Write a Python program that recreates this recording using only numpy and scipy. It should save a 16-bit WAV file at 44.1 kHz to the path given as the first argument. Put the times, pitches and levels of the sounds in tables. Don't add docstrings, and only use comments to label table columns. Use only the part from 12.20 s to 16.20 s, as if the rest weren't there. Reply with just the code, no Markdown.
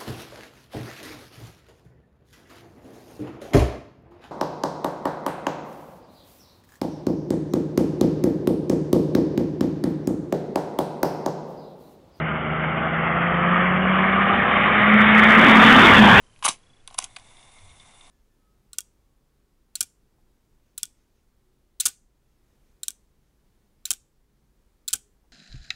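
import sys
import numpy as np
from scipy import signal
from scipy.fft import rfft, irfft
from scipy.io import wavfile

SR = 44100
rng = np.random.default_rng(int(sys.argv[2]) if len(sys.argv) > 2 else 0)


def materialize(psi):
    bounded = np.clip(np.atleast_2d(psi).T, -1, 1)
    quanta = np.round(bounded * 32767).astype(np.int16)
    wavfile.write(sys.argv[1], SR, quanta)


N = 176400
T = np.arange(N) / SR
SPEED_OF_SOUND_M_PER_S = 343
PULSING = 0.15

# [t/s, level/dB]
ROAR_LEVEL = [(0, -29.5), (.3, -28.5), (.6, -26), (1, -23.5), (1.4, -21), (1.7, -21), (2.1, -19.5),
              (2.55, -18.5), (2.8, -17.5), (3.1, -14), (3.3, -10.5), (3.7, -7), (4, -9)]
# [f/Hz, density/dB]
FAR_COLOUR = [(40, -37), (80, -14), (150, -0.5), (330, -5.5), (480, -11), (760, -2), (950, -4), (1220, 4),
              (1650, -2), (2150, -2), (2550, -10), (3200, -12), (3550, -26), (3900, -52)]


def from_db(db):
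    return 10 ** (np.asarray(db) / 20)


def rms_one(x):
    return x / np.sqrt(np.mean(np.abs(x) ** 2) + 1e-20)


def in_time(rows):
    return np.interp(T, *np.transpose(rows))


def at_hz(points, hz):
    f, db = np.transpose(points)
    return np.interp(np.log(hz + 1e-9), np.log(f), db)


def drift(rate_hz):
    step = 40
    settle = 2000
    r = np.exp(-2 * np.pi * rate_hz * step / SR)
    white = rng.standard_normal(N // step + 2 + settle)
    slow = signal.lfilter([1], [1, -2 * r, r * r], white)[settle:]
    return np.interp(np.arange(N) / step, np.arange(len(slow)), rms_one(slow))


def noise(colour):
    hz = np.arange(N // 2 + 1) * SR / N
    spectrum = rfft(rng.standard_normal(N)) * from_db(at_hz(colour, hz))
    return rms_one(irfft(spectrum, N))


def scattered_tone(phase, width_hz):
    return drift(width_hz) * np.sin(phase) + drift(width_hz) * np.cos(phase)


def with_echo(x, lag_s, gain):
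    echo = np.interp(T - lag_s, T, x)
    return (x + gain * echo) / np.sqrt(1 + gain ** 2)


def exhaust(phase, firing_hz, near):
    # [t/s, level/dB]
    note_level = [(0, -28.5), (.12, -32.5), (.6, -30.5), (1, -26.5), (1.6, -22), (2.05, -23), (2.22, -32),
                  (2.52, -28), (2.7, -16.5), (3.2, -17), (3.6, -15.5), (3.71, -30), (3.8, -4.5),
                  (3.88, -19), (4, -32)]
    # [multiple of firing rate, level/dB re roar level]
    orders = [(.41, -34), (.83, -18), (2, -20), (2.5, -22), (2.78, -26.5), (3, -17.5), (3.5, -20),
              (4, -16.5), (4.08, -16.5), (5, -15.5)]
    # [f/Hz, gain/dB]
    pipe = [(150, 1.5), (320, -2), (385, 0.5), (460, -4.5), (520, 6), (570, 0.5), (620, 1), (690, 1),
            (750, -10.5), (800, 3.5), (930, -14)]
    fade_db, fade_hz = 1.23, 21
    rough_db, rough_hz = 5.5, 22
    orders_near_db = -7

    waver_db = fade_db * drift(fade_hz) + rough_db * near * drift(rough_hz)
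    note = np.sin(phase) * from_db(in_time(note_level) + waver_db)
    overtones = 0
    for k, db in orders:
        gain = from_db(db + at_hz(pipe, k * firing_hz))
        overtones = overtones + gain * np.sin(k * phase + 2 * np.pi * rng.random())
    overtones = overtones * from_db(in_time(ROAR_LEVEL) + orders_near_db * near)
    return np.sqrt(2) * (note + overtones)


def rasp(phase, firing_hz):
    level_db, width_hz = -7.5, 3.7
    out = 0
    for k in np.arange(5.5, 17, .5):
        out = out + scattered_tone(k * phase, width_hz) * from_db(at_hz(FAR_COLOUR, k * firing_hz))
    return from_db(level_db) * rms_one(out)


def roar(phase, firing_hz, near):
    # [f/Hz, density/dB]
    near_colour = [(40, -22.5), (85, -8.5), (200, 0.5), (400, -1), (600, -4), (850, 1.5), (1250, 1),
                   (1600, 4.5), (2100, -6), (2600, -4), (3600, -6), (3900, -26), (4300, -33.5)]
    # [t/s, lag/ms]
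    wall_lag = [(0, 1.41), (.7, 1.39), (1.5, 1.8), (2.5, 1.66)]
    pass_s, speed_m_per_s, miss_m = 3.89, 16, 3.1
    source_height_m, mic_height_m = 0.47, 1.604
    wall_gain, ground_gain, ground_range_m = .22, .75, 2.7
    flutter_db, flutter_hz = 0.76, 30

    rush = np.sqrt(1 - near) * noise(FAR_COLOUR) + np.sqrt(near) * noise(near_colour)
    x = rms_one(rush * (1 + PULSING * np.sin(phase)) + rasp(phase, firing_hz))

    distance_m = np.hypot(miss_m, speed_m_per_s * (T - pass_s))
    direct_m = np.hypot(distance_m, mic_height_m - source_height_m)
    bounced_m = np.hypot(distance_m, mic_height_m + source_height_m)
    ground_lag_s = (bounced_m - direct_m) / SPEED_OF_SOUND_M_PER_S
    x = with_echo(x, in_time(wall_lag) / 1000, wall_gain * (1 - near))
    x = with_echo(x, ground_lag_s, ground_gain / (1 + (distance_m / ground_range_m) ** 2))
    return x * from_db(in_time(ROAR_LEVEL) + flutter_db * drift(flutter_hz))


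def engine_bay(phase):
    # [f/Hz, density/dB]
    bay_colour = [(700, -36), (1200, -4), (1500, -4), (1950, 2), (2250, 0), (2600, -15.5), (3600, -64.5)]
    level_db, peak_s, spread_s = -15, 3.24, 0.54
    swell = np.exp(-.5 * ((T - peak_s) / spread_s) ** 2)
    return from_db(level_db) * swell * noise(bay_colour) * (1 + PULSING * np.sin(phase))


def turbulence(x):
    fade_db, fade_hz = 1.6, 12
    spectrum = rfft(x)
    hz = np.arange(N // 2 + 1) * SR / N
    centres_hz = np.geomspace(250, 3500, 12)
    out = 0
    for weights in np.eye(len(centres_hz)):
        band = irfft(spectrum * np.interp(hz, centres_hz, weights), N)
        out = out + band * from_db(fade_db * drift(fade_hz))
    return out


def boom(phase):
    # [t/s, level/dB]
    boom_level = [(2.5, -39), (3.05, -44.5), (3.3, -16.5), (3.55, -18.5), (3.78, -17.5), (4, -25.5)]
    ratio, width_hz = 1.17, 24
    return scattered_tone(ratio * phase, width_hz) * from_db(in_time(boom_level))


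def wake():
    # [f/Hz, density/dB]
    wake_colour = [(20, -37), (50, -18), (85, -3.5), (150, -5), (260, -13), (600, -13.5), (2000, -82.5)]
    full_db, full_s, rise_db_per_s = -17.5, 3.95, 22.5
    return noise(wake_colour) * from_db(full_db - rise_db_per_s * np.maximum(full_s - T, 0))


def hum():
    # [f/Hz, level/dB]
    lines = [(75.3, -42), (225.9, -37.5), (301.2, -46), (376.5, -43.5)]
    fade_db, fade_hz = 0.1, 0.67
    out = 0
    for hz, db in lines:
        tone = np.sin(2 * np.pi * (hz * T + rng.random()))
        out = out + tone * from_db(db + fade_db * drift(fade_hz))
    return np.sqrt(2) * out


def traffic():
    # [f/Hz, density/dB]
    traffic_colour = [(25, -16), (60, -3.5), (130, -0.5), (300, 2), (480, 2.5), (780, 1), (950, -5),
                      (1400, -6.5), (2500, -23), (4000, -62.5)]
    level_db = -34
    return from_db(level_db) * noise(traffic_colour)


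def scene():
    # [t/s, f/Hz]
    firing = [(0, 158.9), (.25, 155.2), (.5, 159.1), (.75, 163.7), (1, 169.9), (1.25, 174.4), (1.5, 182.4),
              (2, 194), (2.5, 205.4), (2.75, 210.9), (3, 215.4), (3.25, 220.8), (3.6, 217.3), (3.8, 213.2),
              (3.9, 199), (4, 171.5)]
    jitter, jitter_hz = 0.002985, 12
    near_from_s, near_by_s = 1.53, 3.79

    firing_hz = in_time(firing)
    phase = 2 * np.pi * np.cumsum(firing_hz * (1 + jitter * drift(jitter_hz))) / SR
    near = np.clip((T - near_from_s) / (near_by_s - near_from_s), 0, 1) ** 2
    through_air = turbulence(roar(phase, firing_hz, near) + engine_bay(phase))
    car = exhaust(phase, firing_hz, near) + through_air + boom(phase)
    return (car + wake() + hum() + traffic())[None]


def limiter(x):
    ceiling, release_db_per_s = .705, 1500
    over_db = 20 * np.log10(np.maximum(np.abs(x) / ceiling, 1))
    ramp_db = release_db_per_s * T
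    held_db = np.maximum.accumulate(over_db + ramp_db)
    return x * from_db(ramp_db - held_db)


def record(dry):
    band_edge_hz, cutoff_hz = 4050, 15900
    narrow = signal.ellip(10, .3, 90, band_edge_hz, fs=SR, output="sos")
    top_cut = signal.ellip(10, .1, 80, cutoff_hz, fs=SR, output="sos")
    x = limiter(signal.sosfilt(narrow, dry[0]))
    return signal.sosfilt(top_cut, x)[None]


dry = scene()
out = record(dry)
materialize(out)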